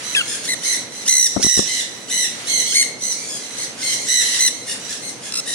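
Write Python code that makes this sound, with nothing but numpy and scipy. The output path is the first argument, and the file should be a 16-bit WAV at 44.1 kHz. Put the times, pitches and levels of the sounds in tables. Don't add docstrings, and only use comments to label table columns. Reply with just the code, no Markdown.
import sys
import numpy as np
from scipy import signal
from scipy.fft import rfft, irfft, next_fast_len
from scipy.io import wavfile
from scipy.ndimage import uniform_filter1d, map_coordinates

SR = 44100
rng = np.random.default_rng(int(sys.argv[2]) if len(sys.argv) > 2 else 0)


def store_pcm(level_fs):
    pcm = np.round(np.clip(level_fs, -1, 1) * 32767).astype(np.int16)
    wavfile.write(sys.argv[1], SR, np.atleast_2d(pcm).T)


N = 244314
TOP_HZ = 15900
CLEAR_RASP = .2


def amp(db):
    return 10 ** (np.asarray(db) / 20)


def unit(x):
    return x / np.sqrt(np.mean(x ** 2) + 1e-20)


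def along(points, hz):
    f, v = np.transpose(points)
    return np.interp(np.log(np.abs(hz) + 1), np.log(f + 1), v)


def wobble(rate, size):
    knots = rng.standard_normal(size=512)
    return map_coordinates(knots, [np.arange(size) * rate / SR], mode="mirror")


def filtered(x, gain):
    size = x.shape[-1]
    padded = next_fast_len(size + 4096)
    return irfft(rfft(x, padded) * gain(np.fft.rfftfreq(padded, 1 / SR)), padded)[..., :size]


def noise(spectrum, shape):
    return unit(filtered(rng.standard_normal(shape), lambda hz: amp(along(spectrum, hz))))


def add(track, s, sound):
    start = int(np.clip(s * SR, 0, N))
    part = sound[..., :N - start]
    track[:, start:start + part.shape[-1]] += part


def bow(length):
    return np.sqrt(np.sin(np.linspace(0, np.pi, int(length * SR))).clip(0))


# (frequency [Hz], time to fall 60 dB [s])
WALL_DECAY = [(300, 0.14), (2000, 0.73), (6000, 0.53), (10000, 0.31), (15000, 0.31)]
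WET_M = 1.42


def in_aviary(voice, metres, pan_db, early_db=1, early_t60=0.27, lead_per_db=1.07):
    hz, t, grains = signal.stft(rng.standard_normal((2, SR // 2)), SR, nperseg=256)
    walls = amp(-60 * t / along(WALL_DECAY, hz)[:, None])
    frame = amp(early_db - 60 * t / early_t60)
    tail = signal.istft(grains * (walls + frame), SR, nperseg=256)[1]
    side = np.array([[pan_db / 2], [-pan_db / 2]])
    wet = metres / WET_M
    lead = np.clip(lead_per_db * side, -16, 16)
    direct = np.sinc(np.arange(tail.shape[1]) - 20 + lead)
    response = (direct + wet * tail / np.linalg.norm(tail[0])) * amp(side) / np.hypot(1, wet)
    return signal.fftconvolve(voice[None], response, axes=1)


def syrinx(pitch, rasp, colour, jitter=0.0408, jitter_hz=1000, flutter=1.0, flutter_hz=330,
           split=0.98, undertone=0.62, hiss=0.28, count=8):
    size = len(pitch)
    phase = 2 * np.pi * np.cumsum(pitch * (1 + jitter * rasp * wobble(jitter_hz, size))) / SR
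    tone = np.zeros(size)
    for k in range(1, count + 1):
        flicker = wobble(flutter_hz, size) + 1j * wobble(flutter_hz, size)
        shake = 1 + flutter * rasp * flicker / 2 ** .5
        partial = np.real(shake * np.exp(1j * (k * phase + rng.uniform(0, 2 * np.pi))))
        tone += amp(colour(k * pitch)) * (k * pitch < TOP_HZ) * partial
    tone = unit(tone)
    halves = split * tone * np.cos(phase / 2) + undertone * np.cos(phase + phase / 2)
    rough = halves * wobble(374.1, size)
    breath = rng.standard_normal(SR // 2)[:size]
    air = hiss * unit(filtered(breath, lambda hz: amp(colour(hz))))
    rasping = filtered(rough + air, lambda hz: 1 / (1 + (2500 / (hz + 1)) ** 4))
    return unit(tone + rasp * rasping)


# (frequency [Hz], level [dB])
CALL_THROAT = [(1200, -6), (2000, -3), (3000, 0.5), (4100, 1), (5000, 2), (5900, 4.5), (6800, 1.5),
               (8200, -3.5), (9700, -7.5), (11000, -14), (12500, -19.5), (15500, -17)]
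SOFT_DB, FORCEFUL_DB = -24.5, -9.5
SWELL_S, TRILL_DEPTH, EDGE_DB = (0.024, 0.007), (0.706, 1), (0.5, 6)
TRILL_HZ, TRILL_OCTAVES, THROB_DB = 66.3, .16, 5.5
LEAD_S, LEAD_DB, LEAD_OCTAVES = .025, -19.5, .3
SCOOP_OCTAVES, SCOOP_S, SAG_OCTAVES_PER_S = .34, .007, 0.395
DROOP_OCTAVES, DROOP_S, RELEASE_S = 0.276, .009, 0.01
EDGE_RASP = 0.44


def call(length, pitch_hz, db, rasp, shrill_db):
    t = np.arange(-LEAD_S, length, 1 / SR)
    force = np.clip((db - SOFT_DB) / (FORCEFUL_DB - SOFT_DB), 0, 1)
    swell_s, trill, edge_db = (soft + force * (hard - soft)
                               for soft, hard in (SWELL_S, TRILL_DEPTH, EDGE_DB))
    lead = np.clip(-t / LEAD_S, 0, 1)
    opening = np.exp(-t.clip(0) / SCOOP_S)
    closing = np.exp((t - length) / DROOP_S)
    trill_rate = TRILL_HZ * (1 + .07 * wobble(36.54, len(t))) * (t > 0)
    cycle = (np.cumsum(trill_rate) / SR) % 1
    ramp = trill * uniform_filter1d(cycle - .5, size=110) * (1 - closing)
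    arch = SAG_OCTAVES_PER_S * (length / 2 - t)
    arch -= LEAD_OCTAVES * lead + SCOOP_OCTAVES * opening + DROOP_OCTAVES * closing
    octaves = arch + TRILL_OCTAVES * ramp + 0.01354 * wobble(119.45, len(t))
    focus = [(2400, -0.85), (4200, -0.68), (5800, -0.1), (6500, -0.47), (8200, -0.44)]
    harsh = [(9500, 0.53), (12000, 0.47)]

    def colour(hz):
        return along(CALL_THROAT, hz) + shrill_db * along(focus, hz) + edge_db * along(harsh, hz)

    voice = syrinx(pitch_hz * 2 ** octaves, rasp + EDGE_RASP * (opening + closing), colour)
    attack = np.maximum(np.clip(t / swell_s, 0, 1) ** .58, amp(LEAD_DB) * (1 - lead) ** .5)
    effort = attack * np.clip((length - t) / RELEASE_S, 0, 1) ** .5
    return amp(db) * effort * unit(voice * amp(-2 * THROB_DB * ramp))


# (frequency [Hz], density [dB per Hz])
RUSH_COLOUR = [(26, -62), (45, -26), (129, -0.5), (232, -1), (264, 1), (384, -5.5), (463, -3.5),
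               (534, -5.5), (644, -9.5), (1110, -18.5), (1400, -22), (1820, -62), (3080, -120)]
RUSH_DB = -41.5


def rush(apart=0.78):
    shared = noise(RUSH_COLOUR, N)
    separate = noise(RUSH_COLOUR, (2, N))
    return unit(shared + apart * separate) * amp(RUSH_DB + wobble(8.9, N))


# (time [s], level [dB])
FLOCK_LEVEL = [(0, -31.5), (.25, -37.5), (1, -36.5), (1.9, -41.5), (2.4, -40.5), (3.3, -39), (3.7, -36),
               (4.1, -41), (4.6, -35), (5.5, -41.5)]
# (frequency [Hz], density [dB per Hz])
DIN_COLOUR = [(400, -16), (900, -5.5), (1500, 1), (2000, 2), (2600, 0.5), (3300, 0), (4100, -1.5),
              (5000, -3), (6100, -4.5), (7200, -6.5), (9500, -13.5), (11500, -18), (15500, -29)]
FLOCK_CALLS_PER_S, FLOCK_HZ, FLOCK_CALL_S, FLOCK_M = 7, 2103, 0.11, 2.4


def far_flock(din_db=-5.5, rasp=0.33, spread_octaves=.08, shrill_db=1, pan_db=0.0):
    times, level_db = np.transpose(FLOCK_LEVEL)
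    swell_db = np.interp(np.arange(N) / SR, times, level_db) + din_db + 3.2 * wobble(7, N)
    track = amp(swell_db) * noise(DIN_COLOUR, (2, N))
    for k in range(int(FLOCK_CALLS_PER_S * N / SR)):
        late, high, long, side = rng.uniform(-1.1, 1, 4)
        s = (k + late / 2) / FLOCK_CALLS_PER_S
        length = FLOCK_CALL_S * 2 ** (long / 2)
        pitch_hz = FLOCK_HZ * 2 ** (spread_octaves * high)
        voice = call(length, pitch_hz, np.interp(s, times, level_db), rasp, shrill_db)
        add(track, s, in_aviary(voice, FLOCK_M, pan_db + 3 * side))
    return track


# (time [s], length [s], pitch [Hz], level [dB])
SQUAWK_CALLS = [(0.089, 0.065, 2095, -34), (0.264, 0.097, 1745, -25.5), (.439, 0.023, 2050, -20.5),
                (3.163, .12, 2320, -34.5), (3.391, 0.075, 2100, -35), (3.774, 0.055, 1750, -30),
                (3.98, 0.094, 2170, -29), (4.666, 0.068, 1888, -25), (4.878, 0.059, 1770, -27.5),
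                (5.217, 0.085, 1740, -34), (5.458, .12, 1934, -24.5)]
SQUAWK_M, SQUAWK_RASP, SQUAWK_SHRILL_DB, SQUAWK_PAN_DB = 2.17, 0.73, -2, 1.5


def squawks():
    track = np.zeros((2, N))
    for s, length, pitch_hz, db in SQUAWK_CALLS:
        voice = call(length, pitch_hz, db, SQUAWK_RASP, SQUAWK_SHRILL_DB)
        add(track, s - LEAD_S, in_aviary(voice, SQUAWK_M, SQUAWK_PAN_DB))
    return track


# (time [s], length [s], mid pitch [Hz], level [dB])
YELP_SYLLABLES = [(0.149, 0.0047, 2600, -13), (0.155, .049, 1660, -17), (0.2032, 0.015, 1387, -20)]
# (frequency [Hz], level [dB])
YELP_COLOUR = [(1300, 13), (1700, 4), (2700, 19), (3400, 11), (4600, 0), (6300, -9), (9500, -8),
               (11500, -21), (15500, -25)]
YELP_SAG_OCTAVES_PER_S, YELP_FADE_S = 4.3, 0.048


def yelp():
    track = np.zeros((2, N))
    for s, length, pitch_hz, db in YELP_SYLLABLES:
        effort = bow(length)
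        t = np.arange(len(effort)) / SR - length / 2
        pitch = pitch_hz * 2 ** (-YELP_SAG_OCTAVES_PER_S * t) * (1 + 0.0216 * wobble(226, len(t)))
        voice = syrinx(pitch, rasp=CLEAR_RASP, colour=lambda hz: along(YELP_COLOUR, hz))
        cry = amp(db) * effort * np.exp(-t / YELP_FADE_S) * voice
        add(track, s, in_aviary(cry, metres=0.26, pan_db=6.0))
    return track


# (time [s], length [s], pitch [Hz], level [dB], distance [m], base rasp [0-1], shrillness [dB],
#  left-right [dB])
SCREECH_CALLS = [ (0.476, 0.07, 2073, -21, 0.28, 0, -18, 3.5), (0.631, .12, 2072, -20, 3.4, 0.43, -1, 2),
                 (1.0768, .2, 2039, -12.5, 0.74, 0.2, 10, 2.5),
                 (1.4253, 0.17, 1984, -12, 1.16, 0.21, 9, -2), (1.657, .16, 2035, -24, 2.9, 0.57, -9.5, 1),
                 (2.097, .16, 2014, -20.5, 2.4, 0.34, -3, 1.5),
                 (2.467, 0.15, 2110, -19.5, 3.6, 0.39, 3.5, -1),
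                 (2.644, 0.095, 2198, -22.5, 4.5, 0.57, 15, -1.5),
                 (2.7417, 0.091, 2199, -14.5, 0.77, .14, -7, 4),
                 (3.005, 0.13, 2081, -24.5, 2.1, 0.33, 12, 2), (3.27, 0.11, 1700, -28.5, 1.7, 0.5, 10, 2.5),
                 (3.567, 0.083, 2113, -25.5, 2, 0.71, -1, 2.5), (3.813, 0.13, 2125, -21, 4, 0.52, -1, 2.5),
                 (4.069, .15, 2035, -19, 5, 0.24, -5, 0), (4.217, .15, 2031, -21, 3, 0.64, -5, 1.5),
                 (4.39, 0.099, 2067, -16.5, .6, 0.13, 1, 2.5), (5.017, 0.08, 2170, -30, 3.6, 0.24, 9, 5.5),
                 ]


def screeches():
    track = np.zeros((2, N))
    for s, length, pitch_hz, db, metres, rasp, shrill_db, pan_db in SCREECH_CALLS:
        voice = call(length, pitch_hz, db, rasp, shrill_db)
        add(track, s - LEAD_S, in_aviary(voice, metres, pan_db))
    return track


# (time [s], level [dB], time to fall 60 dB [s])
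KNOCK_HITS = [(1.364, 0.5, 0.041), (1.395, -14, 0.1), (1.446, 4.5, 0.012), (1.466, 6, 0.012),
              (1.575, -1, 0.025), (1.592, 3.5, 0.031), (1.623, -12, 0.022), (2.163, -19, 0.023)]
# (frequency [Hz], relative level [dB], decay [multiple of the knock's])
BODY_MODES = [(120, -10, 1.2), (262, -1.5, .9), (207, -8.5, 2.6)]
# (frequency [Hz], density [dB per Hz])
THUD_COLOUR = [(18, -44), (30, -10), (256, -0.5), (447, -8), (562, -6.5), (964, -22), (1100, -18.5),
               (1500, -23), (1950, -58), (3300, -120)]


def knocks(thud_db=-4, attack_s=.0015, pan_db=17):
    track = np.zeros((2, N))
    t = np.arange(SR // 6) / SR
    for s, db, t60 in KNOCK_HITS:
        ring = sum(amp(mode_db - 60 * t / (t60 * life)) * np.sin(2 * np.pi * hz * t)
                   for hz, mode_db, life in BODY_MODES)
        thud = amp(thud_db - 60 * t / t60) * noise(THUD_COLOUR, (2, len(t)))
        attack = 1 - np.exp(-t / attack_s)
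        add(track, s, amp(db) * (ring + thud) * attack * amp([[0], [-pan_db]]))
    return track


# (frequency [Hz], level [dB])
CROAK_COLOUR = [(1400, -11), (2750, -6), (4100, 1), (5300, 7), (6900, -6), (8100, 0.5), (9600, -13),
                (12000, -22)]
CROAK_S, CROAK_GAP_S, CROAK_DB = 5.3215, .0152, -25
CROAK_FIRST_S, CROAK_GROWTH_S = .0042, 0.0048


def croak(pitch_hz=1380, arch=0.27, count=5):
    track = np.zeros((2, N))
    for k in range(count):
        effort = bow(CROAK_FIRST_S + k * CROAK_GROWTH_S)
        pitch = pitch_hz * (1 + arch * (effort - 1))
        voice = syrinx(pitch, rasp=CLEAR_RASP, colour=lambda hz: along(CROAK_COLOUR, hz), count=11)
        syllable = amp(CROAK_DB) * effort * voice
        add(track, CROAK_S + k * CROAK_GAP_S, in_aviary(syllable, metres=0.24, pan_db=3.0))
    return track


def scene():
    return rush() + far_flock() + squawks() + yelp() + screeches() + knocks() + croak()


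LIMIT_DB, RECOVERY_DB_PER_S = -12, 73


def limited(x):
    power = np.abs(uniform_filter1d(x ** 2, size=1320)).max(axis=0)
    level_db = 10 * np.log10(power + 1e-12)
    recovery = RECOVERY_DB_PER_S * np.arange(N) / SR
    cut_db = np.maximum.accumulate((level_db - LIMIT_DB).clip(0) + recovery) - recovery
    return x * amp(-uniform_filter1d(cut_db, size=661, origin=330))


# (frequency [Hz], left level [dB], right level [dB])
PORT_COLOUR = [(150, -2, -2), (940, 4.8, 7), (1930, 1.7, 5.5), (4430, 1.8, 6.5), (6170, 0, 8.5),
               (7130, 7.5, 8), (8660, 10.5, 0), (9160, 18, 1), (11900, 4.5, -1), (14900, -0.5, 5)]
CEILING = .78


def record(dry, low_cut_hz=42):
    ports = np.array(PORT_COLOUR)
    left, right = ports[:, [0, 1]], ports[:, [0, 2]]
    coloured = filtered(dry, lambda hz: amp([along(left, hz), along(right, hz)]))
    held = limited(coloured)
    rounded = held / (1 + np.abs(held / CEILING) ** 10) ** (1 / 10)
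    return filtered(rounded, lambda hz: (hz < TOP_HZ) * hz ** 2 / np.hypot(hz ** 2, low_cut_hz ** 2))


dry = scene()
out = record(dry)
store_pcm(out)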